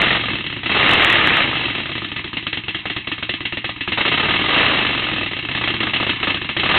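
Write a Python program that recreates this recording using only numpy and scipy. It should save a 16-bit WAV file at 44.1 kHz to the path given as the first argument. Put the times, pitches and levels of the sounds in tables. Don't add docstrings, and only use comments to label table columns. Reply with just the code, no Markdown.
import sys
import numpy as np
from scipy import signal
from scipy.fft import rfft, irfft, next_fast_len
from scipy.io import wavfile

SR = 44100
rng = np.random.default_rng(int(sys.argv[2]) if len(sys.argv) > 2 else 0)


def wrap_up_sound(samples):
    columns = np.atleast_2d(samples).T
    tamed = np.clip(columns, -1, 1)
    steps = np.round(tamed * 32767).astype(np.int16)
    wavfile.write(sys.argv[1], SR, steps)


N = 298998

# (time [s], speed [rpm])
CRANK_SPEED = [(0.0, 2663.0), (0.19, 2793.0), (0.35, 2299.0), (0.62, 1678.0), (0.77, 2647.0),
               (0.95, 4903.0), (1.3, 3797.0), (1.69, 2548.0), (1.9, 1984.0), (2.32, 1302.0), (2.56, 1102.0),
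               (3.12, 1106.0), (3.63, 988.0), (3.89, 1074.0), (4.15, 2102.0), (4.42, 2353.0),
               (4.61, 3731.0), (4.8, 3077.0), (4.98, 2668.0), (5.34, 2285.0), (5.39, 1972.0),
               (5.95, 1810.0), (5.98, 1851.0), (6.55, 1556.0), (6.8, 2767.0)]
# (time [s], level [dB])
ENGINE_LOAD = [(0, -18), (.13, -19.5), (.18, -27), (.32, -27), (.4, -34), (.62, -30.5), (.7, -19.5),
               (.9, -16), (1.1, -18.5), (1.39, -20), (1.44, -24), (2.1, -32), (2.9, -28), (3.85, -29),
               (3.98, -19.5), (4.44, -22), (4.59, -17), (4.92, -25), (5.2, -26.5), (5.44, -33.5),
               (5.55, -24.5), (6.3, -22), (6.43, -31), (6.58, -22.5), (6.78, -15.5)]
# (frequency [Hz], width [Hz], boost [dB])
PIPE_RESONANCES = [(1234.5, 32, 6.5), (1331, 22, 3.5), (1640, 14, 2), (1748, 10, 7.5), (1998, 52, 5),
                   (2098, 20, 6), (2208, 54, 5.5), (2615, 79, 5.5), (2784, 42, 5.5), (2770, 33, 1.5),
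                   (3056, 56, 4), (3213, 42, 3.5), (3825, 170, 12)]

REFERENCE_LOAD_DB, REFERENCE_RPM = -24, 2000
CHUG_S = .02


def exhaust():
    s, blast_db, rasp_db, thump_db, front = firings()
    gas = bark(s, blast_db, rasp_db) + crack(s[front]) + rumble(s, blast_db, thump_db)
    return gas + thumps(s, thump_db, front)


def firings():
    # (time [s], drop below a healthy firing [dB])
    misfires = [(.59, 11.5), (1.73, 8), (1.83, 8.5), (2.09, 9), (2.19, 2), (2.28, 11), (2.42, 9.5),
                (2.63, 12), (2.79, 13), (3.01, 23.5), (3.18, 9.5), (3.34, 3), (3.4, 3), (3.76, 11),
                (5.28, 13.5), (5.76, 10.5), (5.89, 8), (6.13, 10), (6.16, 13), (6.2, 10.5), (6.37, 4.5),
                (6.52, 26)]
    # (time [s], extra rasp [dB])
    hard_firings = [(.47, 4.5), (2.16, 4), (2.37, 4), (2.47, 4.5), (2.53, 4), (2.68, 2.5), (2.74, 2),
                    (2.9, 2.5), (3.11, 3), (3.29, 2.5), (3.45, 2.5), (3.64, 2.5), (3.87, 2.5), (3.92, 2.5),
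                    (5.49, 0), (5.55, 2), (5.67, 2), (5.93, 5), (6.09, 3.5), (6.23, 3.5), (6.49, 1.5),
                    (6.59, 3)]
    rear_lag_cycles, valve_lead_cycles, valve_lead_s = .405, .012, .002038
    rpm, cycles = crank()
    due = np.sort(np.r_[np.arange(0, cycles[-1]), np.arange(rear_lag_cycles - 1, cycles[-1])])
    at = np.searchsorted(cycles, due - valve_lead_cycles)
    s, rear = at / SR - valve_lead_s, due % 1 > 0
    load_db = along(ENGINE_LOAD, s)[0] - on_nearest(misfires, s)
    hard_db = on_nearest(hard_firings, s)
    octaves = np.log2(rpm[at] / REFERENCE_RPM)
    blast_db = load_db - 1.53 * rear + .31 * hard_db
    rasp_db = -17.5 + .65 * (load_db - REFERENCE_LOAD_DB) - 1.38 * octaves + .42 * rear + hard_db
    thump_db = thump_level(load_db) + .35 * octaves - .27 * rear
    overlap_db = 10 * np.log10(np.minimum(60 / rpm[at] / CHUG_S, 1))
    spread_db = rng.standard_normal((len(s), 3)).T
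    levels = np.array([blast_db, rasp_db, thump_db]) + overlap_db + spread_db
    return s, *levels, ~rear


def crank():
    first_cycle_s = .018
    rpm, = along(CRANK_SPEED, np.arange(N) / SR)
    cycles = np.cumsum(rpm) / (120 * SR)
    return rpm, cycles - cycles[int(first_cycle_s * SR)]


def bark(s, blast_db, rasp_db):
    # (frequency [Hz], level [dB])
    blast_colour = [(150, -7.5), (330, 1), (500, 1.5), (750, 1.5), (1000, 1.5), (1220, 4), (1450, 0),
                    (1800, 2.5), (2400, -8), (4200, -20)]
    # (frequency [Hz], level [dB])
    rasp_colour = [(900, -34), (1500, -13.5), (1800, -3.5), (2200, -2.5), (2420, -6), (2650, 1),
                   (3200, -0.5), (3500, -2), (3850, -13.5), (4300, -3.5)]
    charge = from_db(blast_db + 24.5)
    blast = puff(s, blast_db - 2.5, open_s=.0067 * charge, tail_db=-.5, tail_s=.0049)
    shock = clicks(s + .002005, from_db(blast_db - 7.5) * np.sqrt(CHUG_S * SR))
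    rasp = puff(s, rasp_db - 3.5, open_s=.0061 * charge, tail_db=4, tail_s=.013)
    roar_db = blast_db - 5.5 + .85 * np.minimum(blast_db + 21, 0)
    roar = puff(s, roar_db, open_s=.029, tail_db=-4, tail_s=.0059)
    mids = body(blast + shock + roar, blast_colour, PIPE_RESONANCES)
    return mids + body(rasp + from_db(1) * roar, rasp_colour, PIPE_RESONANCES)


def crack(front_s):
    # (start [s], end [s], level [dB])
    wide_open = [(0, .12, -16.5), (.8, .9, -17), (.98, 1.1, -14.5), (1.122, 1.41, -15), (4.54, 4.72, -19.5)]
    # (frequency [Hz], level [dB])
    crack_colour = [(600, -12.5), (1200, 2.5), (1900, 15.5), (2400, 10.5), (2800, 12), (3400, -10.5),
                    (4200, -11)]
    s, db = np.transpose([(at, level) for start, end, level in wide_open
                          for at in front_s if start <= at < end])
    return body(puff(s, db - 1, open_s=.0026, tail_db=-2.5, tail_s=.019), crack_colour, [])


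def rumble(s, blast_db, thump_db):
    # (frequency [Hz], level [dB])
    rumble_colour = [(15, -29), (30, -8.5), (50, -11), (100, -5.5), (200, 2.5), (330, 5.5), (420, -4),
                     (700, -36)]
    # (frequency [Hz], width [Hz], boost [dB])
    gas_resonances = [(203, 28, 4), (235, 22, -0.5), (319.4, 40, 4.5)]
    db = thump_db - 1.5 + .19 * (blast_db - REFERENCE_LOAD_DB)
    return body(puff(s, db, open_s=.012, tail_db=-1, tail_s=.014), rumble_colour, gas_resonances)


def puff(s, db, open_s, tail_db, tail_s):
    height = from_db(2 * db) * CHUG_S / open_s
    rush = fade(np.cumsum(clicks(s, height) - clicks(s + open_s, height)), .0011)
    tail_power = from_db(2 * tail_db)
    power = (rush + tail_power * fade(rush, tail_s)) / (1 + tail_power)
    return np.sqrt(np.abs(power)) * rng.standard_normal(N)


def thumps(s, thump_db, front):
    # (frequency once the flow stops [Hz], level [dB], decay [s])
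    front_pipe = [(76, -8.5, 0.026), (144, 2, 0.013), (218.3, -9.5, 0.052), (395.3, -1, 0.015)]
    # (frequency once the flow stops [Hz], level [dB], decay [s])
    rear_pipe = [(67, -21, .035), (119.5, -1.5, 0.037), (183, 0.5, 0.019), (334.8, 1, 0.021)]
    db = thump_db - .5 - 3.5 * fusion(along(CRANK_SPEED, s)[0])
    front_thump = air_column(s[front] + .0024, db[front], front_pipe, sag=.23, flow_s=.017)
    rear_thump = air_column(s[~front] + .0018, db[~front], rear_pipe, sag=.26, flow_s=.022)
    return front_thump + rear_thump


def air_column(s, db, modes, sag, flow_s):
    t = np.arange(SR // 5) / SR
    travel = t - sag * flow_s * (1 - np.exp(-t / flow_s))
    ring = sum(from_db(level_db) * np.exp(-t / decay_s) * np.sin(2 * np.pi * hz * travel)
               for hz, level_db, decay_s in modes)
    ring = signal.sosfilt(signal.butter(2, 65, "high", fs=SR, output="sos"), ring)
    kicks = clicks(s, from_db(db) * np.sqrt(CHUG_S * SR))
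    return signal.fftconvolve(kicks, ring / np.linalg.norm(ring))[:N]


def thump_level(load_db):
    return -29 + .4 * np.minimum(load_db - REFERENCE_LOAD_DB, 0)


def drone(db, centre_hz, width_octaves):
    # (multiple, level [dB])
    harmonics = [(3, -1), (4, -6.5), (5, 1)]
    pipe_delay_s = .0029
    rpm, cycles = crank()
    cycle_hz = rpm / 120
    phase = 2 * np.pi * (cycles - pipe_delay_s * cycle_hz)
    tones = np.zeros(N)
    for multiple, level_db in harmonics:
        off_centre = np.log2(multiple * cycle_hz / centre_hz) / width_octaves
        tones += from_db(level_db) * np.cos(multiple * phase) / (1 + off_centre ** 4)
    load_db, = along(ENGINE_LOAD, np.arange(N) / SR)
    drone_db = thump_level(load_db) + db + 1.5 * np.log2(rpm / REFERENCE_RPM)
    return fusion(rpm) * from_db(drone_db) * tones


def fusion(rpm, start_rpm=2200, span_rpm=600):
    return np.clip((rpm - start_rpm) / span_rpm, 0, 1)


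def valve_gear(ticks_per_s, tick_s, whirr):
    # (frequency [Hz], level [dB])
    clatter_colour = [(40, -2.5), (110, 8), (330, 2), (500, -12), (1000, 5), (1500, -2.5), (2100, 6.5),
                      (2420, 6), (2750, 4), (3300, 4), (4200, -5)]
    t = np.arange(N) / SR
    octaves = np.log2(along(CRANK_SPEED, t)[0] / REFERENCE_RPM)
    level_db = -31 + 5 * octaves + .68 * (along(ENGINE_LOAD, t)[0] - REFERENCE_LOAD_DB)
    ticks = (rng.random(N) < ticks_per_s / SR) * rng.exponential(1, N) * SR / ticks_per_s
    texture = np.sqrt((fade(ticks, tick_s) + whirr) / (1 + whirr)) * rng.standard_normal(N)
    return body(texture * from_db(level_db), clatter_colour, PIPE_RESONANCES)


def yard(x, t60_s, wet_db, low_cut_hz):
    t = np.arange(SR // 2) / SR
    echoes = rng.standard_normal(len(t)) * from_db(-60 * t / t60_s) * (t > .008)
    echoes = signal.sosfilt(signal.butter(2, low_cut_hz, "high", fs=SR, output="sos"), echoes)
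    return x + from_db(wet_db) * signal.fftconvolve(x, echoes / np.linalg.norm(echoes))[:N]


def body(x, colour, modes):
    size = next_fast_len(N + SR // 2, real=True)
    size += size % 2
    hz = np.maximum(np.arange(size // 2 + 1) * SR / size, 1)
    colour_hz, colour_db = np.transpose(colour)
    gain = from_db(np.interp(np.log(hz), np.log(colour_hz), colour_db))
    gain *= 1 + sum((from_db(db) - 1) / (1 + (2 * (hz - centre) / width) ** 2)
                    for centre, width, db in modes)
    gain = np.abs(gain) / (1 + (hz / colour_hz[-1]) ** 8) + 1e-6
    cepstrum = irfft(np.log(gain / np.sqrt(np.mean(gain ** 2))))
    cepstrum[1:size // 2] *= 2
    cepstrum[size // 2 + 1:] = 0
    return irfft(rfft(x, size) * np.exp(rfft(cepstrum)))[:N]


def clicks(s, heights):
    return np.bincount(np.clip(np.round(s * SR).astype(int), 0, N), heights, N + 1)[:N]


def fade(x, seconds):
    r = np.exp(-1 / (seconds * SR))
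    return signal.lfilter([1 - r], [1, -r], x + 1e-18)


def on_nearest(rows, s):
    times, db = np.transpose(rows)
    return np.bincount(np.abs(s - times[:, None]).argmin(axis=1), db, len(s))


def along(rows, s):
    knots, *columns = np.transpose(rows)
    return [np.interp(s, knots, c) for c in columns]


def from_db(db):
    return 10 ** (np.asarray(db) / 20)


def scene():
    engine = exhaust() + drone(db=-6.5, centre_hz=126, width_octaves=.41)
    engine += valve_gear(ticks_per_s=200, tick_s=.0045, whirr=.98)
    return yard(engine, t60_s=.28, wet_db=-16.5, low_cut_hz=1210)[None]


def record(dry):
    band_top_hz, cutoff_hz = 4140, 15800
    rounded = 1.1 * np.tanh(dry / 1.1)
    narrow = signal.sosfilt(signal.cheby1(12, .5, band_top_hz, fs=SR, output="sos"), rounded)
    clipped = np.clip(narrow, -.71, .71)
    return signal.sosfilt(signal.cheby2(12, 70, cutoff_hz, fs=SR, output="sos"), clipped)


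dry = scene()
out = record(dry)
wrap_up_sound(out)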